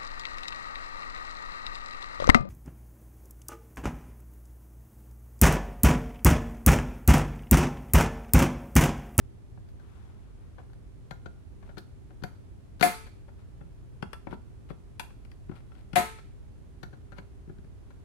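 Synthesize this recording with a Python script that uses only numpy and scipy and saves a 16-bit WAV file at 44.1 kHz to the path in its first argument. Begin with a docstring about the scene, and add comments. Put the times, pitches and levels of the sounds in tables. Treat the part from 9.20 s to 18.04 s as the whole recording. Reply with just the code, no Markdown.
"""Ventilation hums in a small workshop; a bit taps on metal and a hand swishes across to steady the work.
A torque screwdriver tightens screws on a metal bar inside a cast housing that lies on carpet.
The bit knocks and scrapes from screw to screw, each impact exciting the resonances of the parts.
Twice the clutch breaks over with a loud snap that sets the housing ringing.
Of two spaced microphones, the left one is much nearer to the work."""
import sys
import numpy as np
from scipy import signal
from scipy.fft import rfft, irfft
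from scipy.io import wavfile

SR = 44100
rng = np.random.default_rng(int(sys.argv[2]) if len(sys.argv) > 2 else 0)


def file_out(sig):
    """Save sig as 16-bit WAV at sys.argv[1]."""
    # one column per channel
    cols = np.atleast_2d(sig).T
    # limit, then scale
    lim = np.clip(cols, -1, 1)
    pcm = np.round(lim * 32767).astype(np.int16)
    wavfile.write(sys.argv[1], SR, pcm)


N = 389888

# The clutch slips faintly once and breaks over twice. Each row: start in seconds, crack level and its
# treble gain in dB, chatter time in ms, clack level in dB, main note's level in dB, its T60 and its
# undamped time in seconds, level of the fainter modes in dB. All levels are relative.
CLUTCH_RELEASES = [(3.036, -57, -5, 4.6, -45, -25.5, 0.091, .1, -26.5),
                   (3.6238, -21.3, 1.5, 6.5, -11, -1.3, .162, .15, 1),
                   (6.7548, -21.5, -3.5, 7, -20, -4, .19, .08, 2)]


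def from_db(db):
    """Amplitude ratio of a level in decibels."""
    return 10 ** (np.asarray(db) / 20)


def unit_rms(x):
    """Normalisation to a mean power of one."""
    return x / np.sqrt(np.mean(x ** 2) + 1e-20)


def at_hz(points, hz):
    """Interpolation on a logarithmic frequency axis."""
    knots, values = np.transpose(points)
    return np.interp(np.log(np.maximum(hz, 1)), np.log(knots), values)


def add(track, start_s, sound):
    """Superposition of a sound on a track."""
    i = round(start_s * SR)
    track[i:i + len(sound)] += sound[:N - i]


def drift(per_s):
    """Slow random modulation: straight lines between Gaussian values."""
    knots = rng.standard_normal(512)
    return np.interp(np.arange(N) / SR * per_s, np.arange(len(knots)), knots)


def resonate(force, resonances):
    """Forced response of parallel resonators of alternating sign, scaled to the energy of 10 ms at rms 1."""
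    out = 0
    for k, (hz, width, db) in enumerate(resonances):
        radius = np.exp(-np.pi * width / SR)
        poles = [1, -2 * radius * np.cos(2 * np.pi * hz / SR), radius ** 2]
        response = (1 - radius ** 2) / 2 * signal.lfilter([1, 0, -1], poles, force + 1e-18)
        out = out + (-1) ** k * from_db(db) * response
    return out / np.sqrt(np.sum(out ** 2) / (.01 * SR))


def struck(modes, spread_db):
    """Free vibration after a blow: decaying sinusoids of slightly random strength."""
    t = np.arange(SR) / SR
    return sum(from_db(db + rng.normal(0, spread_db) - 60 * t / t60) * np.sin(2 * np.pi * hz * t)
               for hz, db, t60 in modes)


def rattle(decay_ms, rise_share, per_s, spread_db):
    """Contact chatter: a Poisson train of uneven micro-impacts that swells and dies."""
    age = np.arange(SR // 3) / SR * 1000 / max(decay_ms, .3)
    impacts = (rng.random(len(age)) < per_s / SR) * rng.choice([-1, 1], len(age))
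    sizes = from_db(spread_db * np.clip(rng.standard_normal(len(age)), -2, 2))
    return impacts * sizes * np.exp(-age) * (1 - np.exp(-age / rise_share))


def at_right_end(s):
    """Whether the bit is at the right end of the bar; the point of impact selects the modes."""
    return 4.0 < s < 7.1


def ventilation(level_db, right_db, coherent_below_hz, waver_db):
    """Broadband duct noise, coherent between the microphones only in the deep bass, plus fan tones."""
    # Each row: frequency in Hz, relative spectral density in dB.
    duct_spectrum = [(18, -24), (32, -6.5), (48, -1.5), (90, -3), (125, -9), (165, -14.5), (330, -20),
                     (410, -24), (520, -28.5), (1000, -36), (2000, -42.5), (5000, -50.5), (11000, -52.5),
                     (14000, -65.5)]
    # Each row: frequency in Hz, rms level in dB, right minus left in dB.
    fan_tones = [(45, -62, 5.5), (82, -59.5, 1), (120, -55.5, -3.5), (286, -78.5, 9), (328, -83.5, 5),
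                 (395.3, -74.5, 14)]
    hz = np.arange(N // 2 + 1) * SR / N
    sides = np.array([[-.5], [.5]])
    shared, *own = rfft(rng.standard_normal((3, N)))
    shared_power = 0.69 / (1 + (hz / coherent_below_hz) ** 4)
    white = np.sqrt(shared_power) * shared + np.sqrt(1 - shared_power) * np.array(own)
    air = irfft(white * from_db(at_hz(duct_spectrum, hz)), N)
    out = from_db(level_db + right_db * sides) * unit_rms(air)
    t = np.arange(N) / SR + .0053 * sides  # the tones reach the microphones 5.3 ms apart
    for tone_hz, db, pan_db in fan_tones:
        phase = 2 * np.pi * tone_hz * t + 0.66 * drift(7.9)
        out += np.sqrt(2) * from_db(db + pan_db * sides + waver_db * drift(5.3)) * np.sin(phase)
    return out


def room_response(build_s, early_db, early_s, tilt_db_per_octave):
    """Reverberation: strong early reflections, then a diffuse tail decaying band by band."""
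    # Each row: frequency in Hz, reverberation time T60 in seconds.
    decay_times = [(100, 0.17), (400, 0.1), (900, 0.36), (2000, 0.4858), (4500, 0.53), (9000, 0.43),
                   (15000, 0.25)]
    # Each row: frequency in Hz, gain of the reflections in dB before the tilt.
    echo_gains = [(100, -2.5), (300, 2.5), (700, -0.5), (2000, -6.3), (4700, -4.3), (7000, -1.5),
                  (12000, 1.3)]
    t = np.arange(SR * 3 // 4) / SR
    white = rng.standard_normal((2, len(t)))
    onset = (1 - np.exp(-t / build_s)) * (1 + from_db(early_db) * np.exp(-t / early_s))
    edges = np.geomspace(70, 17000, 25)
    out = 0
    for k, (low, high) in enumerate(zip(edges, edges[1:])):
        hz = np.sqrt(low * high)
        noise = signal.sosfilt(signal.butter(2, [low, high], "band", fs=SR, output="sos"), white[k % 2])
        band = onset * from_db(-60 * t / at_hz(decay_times, hz)) * noise
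        gain = from_db(at_hz(echo_gains, hz) + tilt_db_per_octave * np.log2(hz / 1000))
        out = out + gain * band * np.sqrt(2 * (high - low) / SR / np.sum(band ** 2))
    return out


def hand_swish(slips_per_s, flutter_db):
    """Stick-slip friction: skin brushes along the tool and slides to rest on the housing."""
    # Each row: time in seconds, rms level in dB.
    envelope = [(.55, -78), (.63, -67), (.72, -61.5), (.82, -62.5), (.95, -67), (1.1, -70), (1.25, -69),
                (1.37, -76), (1.4, -62), (1.5, -78)]
    # Each row: resonance in Hz, bandwidth in Hz, relative gain in dB.
    rubbing = [(780, 380, 1), (1450, 480, 0), (2200, 600, -6), (3300, 1200, -11), (7500, 5000, -22)]
    level_db = np.interp(np.arange(N) / SR, *np.transpose(envelope), left=-200, right=-200)
    slips = (rng.random(N) < slips_per_s / SR) * rng.standard_normal(N)
    return from_db(level_db + flutter_db * drift(28)) * unit_rms(resonate(slips, rubbing))


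def impact(db, weight, hardness, right_end):
    """Impact excitation of housing, board, shaft and tip: a softer contact gives a duller spectrum."""
    # Each row: resonance in Hz, bandwidth in Hz, relative gain in dB.
    housing = [(127.8, 50.4, 5.5), (186.4, 72, 4), (314.3, 63.5, -1), (407, 71, -3)]
    board_left = [(520, 170, -0.5), (730, 120, 1.5), (1027, 213.6, -6)]
    board_right = [(450, 100, 5), (590, 190, 0), (840, 110, 3.5), (983, 130, 1)]
    shaft = [(1430, 240, 1.5), (1760, 360, -3.5), (2150, 300, -6.5)]
    tip_left = [(3000, 600, -9), (4400, 560, 2.5), (5850, 500, -4.5), (8300, 4800, -11),
                (11280, 5300, -10.5)]
    tip_right = [(2480, 460, 5.5), (3420, 280, 2), (4250, 990, -5), (5600, 1400, -7.5), (8200, 4600, -13),
                 (11200, 5700, -16)]
    # A faint touch catches once, a weak one glances and rattles on, a firm one lands at once.
    # Each row: strength in dB, rattle decay time in ms without the hand's weight.
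    contact_times = [(-59.5, 2.2), (-55.5, 7.02), (-49.5, 7.6), (-39.5, 3.25)]
    board, tip = (board_right, tip_right) if right_end else (board_left, tip_left)
    # Weight drives the housing; hardness moves the sound from the board to shaft and tip.
    thud_db = np.interp(weight, (0, 1), (-16.5, 25))
    knock_db = np.interp(hardness, (0, 1), (5.5, -1)) - (0 if right_end else 2)
    clink_db = np.interp(hardness, (0, 1), (-6, 1.5))
    tick_db = np.interp(hardness, (0, 1), (-39, 1))
    parts, levels = (housing, board, shaft, tip), (thud_db, knock_db, clink_db, tick_db)
    heavy = weight ** 4
    decay_ms = np.interp(db, *np.transpose(contact_times)) * (1 - .55 * heavy)
    cutoff_hz = np.clip(26000 * 2 ** ((tick_db - max(levels)) / 13.5), 2200, 20000)
    force = rattle(decay_ms, rise_share=0.299, per_s=9000, spread_db=1.5)
    force[0] += .75 * hardness * np.linalg.norm(force)  # a hard touch opens crisply
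    force = signal.sosfilt(signal.butter(2, cutoff_hz, fs=SR, output="sos"), force / np.linalg.norm(force))
    # Under the rattle lies one blunt push, strongest in the shortest touches.
    push_ms = 0.71 + 1.46 * heavy
    add(force, 0, 0.26 / max(decay_ms, 1) * np.hanning(int(push_ms * SR / 1000)))
    return sum(from_db(db + part_db) * resonate(force, part) for part, part_db in zip(parts, levels))


def bit_ticks(per_s, strength_db, spread_db):
    """Intermittent contact: the bit shifts in a screw head with faint, irregular impacts."""
    # Each row: start and end in seconds.
    shifts = [(6.33, 6.42), (6.54, 6.6), (8.38, 8.46)]
    out = np.zeros(N)
    for start, end in shifts:
        count = max(1, round((end - start) * per_s))
        for k, (late, firm, heavy, hard) in enumerate(rng.random((count, 4))):
            db = strength_db + spread_db * (2 * firm - 1)
            weight = np.interp(heavy, (0, 1), (0.47, 0.9))
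            hardness = np.interp(hard, (0, 1), (0.66, 1))
            tick = impact(db, weight, hardness, at_right_end(start))
            add(out, start + (end - start) * (k + late) / count, tick)
    return out


def bit_grinding(slips_per_s):
    """Stick-slip friction: the turning bit grinds in the screw heads."""
    # Each row: start in seconds, duration in seconds, relative level in dB.
    scrapes = [(2.409, .15, -59.5), (4.162, 0.08, -64), (5.079, 0.086, -50.5), (5.479, 0.051, -54),
               (6.297, 0.13, -55.5), (6.504, 0.17, -59.5), (7.947, 0.067, -56)]
    # Each row: resonance in Hz, bandwidth in Hz, relative gain in dB.
    resonances = [(595, 200, -2), (950, 250, -3), (1350, 120, 0), (2120, 1200, -11), (4200, 1500, -16.5),
                  (9000, 4400, -29)]
    out = np.zeros(N)
    for s, length_s, db in scrapes:
        stroke = np.pad(np.hanning(int(length_s * SR)), (0, SR // 20))
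        slips = (rng.random(len(stroke)) < slips_per_s / SR) * rng.standard_normal(len(stroke))
        add(out, s, from_db(db + 6) * resonate(stroke * slips, resonances))
    return out


def bit_seating(start_s, level_db):
    """Impact and rebound: the bit clicks home into a screw head and rattles to rest."""
    # Each row: resonance in Hz, bandwidth in Hz, relative gain in dB.
    resonances = [(165, 40, 2), (260, 90, -6), (520, 250, -9), (712, 22, -3), (845, 75, 3), (1010, 130, 1),
                  (1500, 170, 2), (1740, 220, -1), (2200, 300, -3.5), (2680, 280, -4), (3380, 260, -7),
                  (4600, 1400, -16), (5820, 700, -15), (9000, 3900, -18), (12000, 2500, -19)]
    click = rattle(decay_ms=6, rise_share=0.075, per_s=13000, spread_db=4.5)
    settling = from_db(-17) * rattle(decay_ms=31, rise_share=.2, per_s=3000, spread_db=5)
    out = np.zeros(N)
    add(out, start_s, from_db(level_db) * resonate(click + settling, resonances))
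    return out


def bit_taps():
    """Impacts and free vibration: the bit knocks its way to the next screw and the bar pings."""
    # Each row: start in seconds, strength in dB, hand weight and contact hardness from 0 to 1,
    # ping in dB relative to the strength.
    touches = [(.374, -57, .7, 0, -20), (.488, -69, .1, 0.98, -20), (.598, -59, .1, .6, 2),
               (1.382, -47, .3, 0, -13), (1.499, -63, 0.3, .6, -15), (1.532, -60, .1, .78, -24),
               (1.9095, -38, .48, .69, -4), (2.0587, -40.5, 0.48, 0.52, -7), (2.426, -54, .57, 0.16, -7),
               (2.491, -50.5, 0.55, .15, -5), (2.571, -44, 0.6, 0.6, -9), (2.581, -44.5, 0.48, 0.96, -8),
               (2.905, -55.5, .52, 0.2, -11), (3.022, -54, 0.89, .72, -13), (3.0365, -34.5, .53, .76, -14),
               (3.597, -49, 0.46, .92, -15), (3.61, -25.5, 0.5, 0.8, -22), (3.867, -51.5, 0.23, 0.76, -18),
               (4.081, -54, 0.33, 0.34, -13), (4.408, -52, 0.74, 0.16, -7.5), (4.825, -33, .55, .68, -15),
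               (4.9316, -39, 0.13, 0.81, -2.5), (5.069, -39.5, 0.55, .15, -13),
               (5.112, -51.5, 0.7, 0.7, -14), (5.126, -38, 0.6, 0.1, -14), (5.503, -41.5, .66, .15, -9),
               (5.904, -58, 0.24, .7, -15), (6.05, -62, .1, .98, -18), (6.116, -59.5, 0.04, 1, -18),
               (6.293, -51, 0.96, 0.56, -13), (6.313, -49.5, 0.63, 0.4, -11),
               (6.518, -57.5, 0.44, 0.58, -6), (6.732, -42, .72, .84, -14), (6.774, -45, .8, .1, -20),
               (6.986, -51, 0.1, .74, -6), (7.631, -41.5, .52, 0.79, -3), (7.73, -52.5, .62, .45, -2),
               (7.921, -49, 0.47, 0.56, 2.5), (7.983, -43.5, 0.51, 0.68, -14), (8.275, -63.5, 1, .35, -13),
               (8.294, -53, 0.85, 0.2, -13), (8.705, -56, 0.28, 0.6, -8)]
    # The bar struck at either end. Each row: frequency in Hz, relative level in dB, T60 in seconds.
    left_modes = [(1411, 1, .14), (1550, -2, .13), (1950, -16, .08), (4400, -15, .035), (5800, -18, .06)]
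    right_modes = [(1343, 4.5, .13), (2330, -14, .09), (2620, -10.5, .12), (3427, -10, .14)]
    out = np.zeros(N)
    for s, db, weight, hardness, ping_db in touches:
        add(out, s, impact(db - .7, weight, hardness, at_right_end(s)))
        ping = struck(right_modes if at_right_end(s) else left_modes, spread_db=2)
        add(out, s, from_db(db + ping_db) * ping)
    return out


def swell_and_choke(swell_s, free_s, choke_db_per_s=600):
    """Envelope of a vibration that builds up, sounds freely and is then heavily damped."""
    t = np.arange(SR) / SR
    return (1 - np.exp(-t / swell_s)) * from_db(-choke_db_per_s * np.maximum(t - free_s, 0))


def housing_ring(note_hz, delay_s, landing_s):
    """Modal ringing: the cam kicks the assembly and lands with a clack; gives the main note and the rest."""
    # Each row: frequency in Hz, relative level in dB, T60 in seconds.
    faint_modes = [(439, -35.5, .58), (886, -31, .46), (1288, -30.5, .48), (1562, -31, .22),
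                   (1880, -35, .25), (2078, -29.5, .19), (2340, -32, .17)]
    clack_modes = [(1773, -8, .035), (2060, 1, .045), (2368, -1, .04), (3720, -14.5, .025),
                   (4250, -11.5, .025)]
    note, rest = np.zeros(N), np.zeros(N)
    for s, _, _, _, clack_db, note_db, t60, free_s, faint_db in CLUTCH_RELEASES:
        # The hand's pressure chokes the main note; the fainter modes stop when the bit is lifted.
        main = struck([(note_hz, note_db, t60)], spread_db=0.6)
        add(note, s + delay_s, main * swell_and_choke(swell_s=0.01004, free_s=free_s))
        faint = from_db(faint_db) * struck(faint_modes, spread_db=0.1)
        add(rest, s + delay_s, faint * swell_and_choke(swell_s=.025, free_s=.235))
        add(rest, s + landing_s, from_db(clack_db) * struck(clack_modes, spread_db=1.2))
    return note, rest


def clutch_cracks(buzz_db, buzz_ms):
    """Release of elastic energy: the spring-loaded cam slips, chatters into its next seat and buzzes."""
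    # Each row: resonance in Hz, bandwidth in Hz, relative gain in dB.
    resonances = [(171, 110, -0.5), (290, 130, 4), (530, 180, 0.5), (1000, 320, -0.5), (1610, 360, 1.5),
                  (1988, 344, 1.5), (2382, 303, 1.5), (3650, 700, -7.5), (4200, 600, -6), (7440, 5040, -13),
                  (10500, 3770, -10.5), (14600, 3500, -20.5)]
    out = np.zeros(N)
    for s, crack_db, treble_db, chatter_ms, *_ in CLUTCH_RELEASES:
        chatter = rattle(chatter_ms, rise_share=0.51, per_s=14000, spread_db=2.5)
        buzz = rattle(buzz_ms, rise_share=0.17, per_s=16000, spread_db=5)
        crack = resonate(chatter + from_db(buzz_db) * buzz, resonances)
        treble = signal.sosfilt(signal.butter(1, 6000, "high", fs=SR, output="sos"), crack)
        add(out, s, from_db(crack_db + 4) * (crack + (from_db(treble_db) - 1) * treble))
    return out


def scene():
    """Direct and reverberant fields: the far microphone hears the work later, mostly through the room."""
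    taps = bit_taps() + bit_ticks(per_s=20, strength_db=-64.5, spread_db=1.5)
    screws = bit_grinding(slips_per_s=1500) + bit_seating(start_s=5.7953, level_db=-29.5)
    handling = taps + screws + hand_swish(slips_per_s=5000, flutter_db=1.2)
    cracks = clutch_cracks(buzz_db=-13, buzz_ms=30)
    note, ring = housing_ring(note_hz=713, delay_s=0.00201, landing_s=.0045)
    direct = handling + cracks + ring
    # The clutch radiates freely from the raised handle; the housing on carpet sends less into the room.
    to_room = from_db(-8.5) * handling + from_db(0.67) * cracks + from_db(-8) * ring + from_db(-20) * note
    near_room = room_response(build_s=0.00225, early_db=-1, early_s=0.028, tilt_db_per_octave=-0.75)
    far_room = room_response(build_s=0.000824, early_db=3.5, early_s=0.024, tilt_db_per_octave=.5)
    near = direct + note + signal.fftconvolve(to_room, near_room)[:N]
    far = from_db(-12.5) * direct + from_db(-11) * note
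    far += from_db(1.16) * signal.fftconvolve(to_room, far_room)[:N]
    far = np.interp(np.arange(N) - .0053 * SR, np.arange(N), far)  # 5.3 ms more travel time
    background = ventilation(level_db=-47.5, right_db=1.5, coherent_below_hz=36.5, waver_db=3.5)
    return np.array([near, far]) + background


def record(dry):
    """Band limiting: a steep elliptic low-pass at 15.8 kHz."""
    return signal.sosfilt(signal.ellip(10, .2, 80, 15800, fs=SR, output="sos"), dry)


dry = scene()
out = record(dry)
file_out(out)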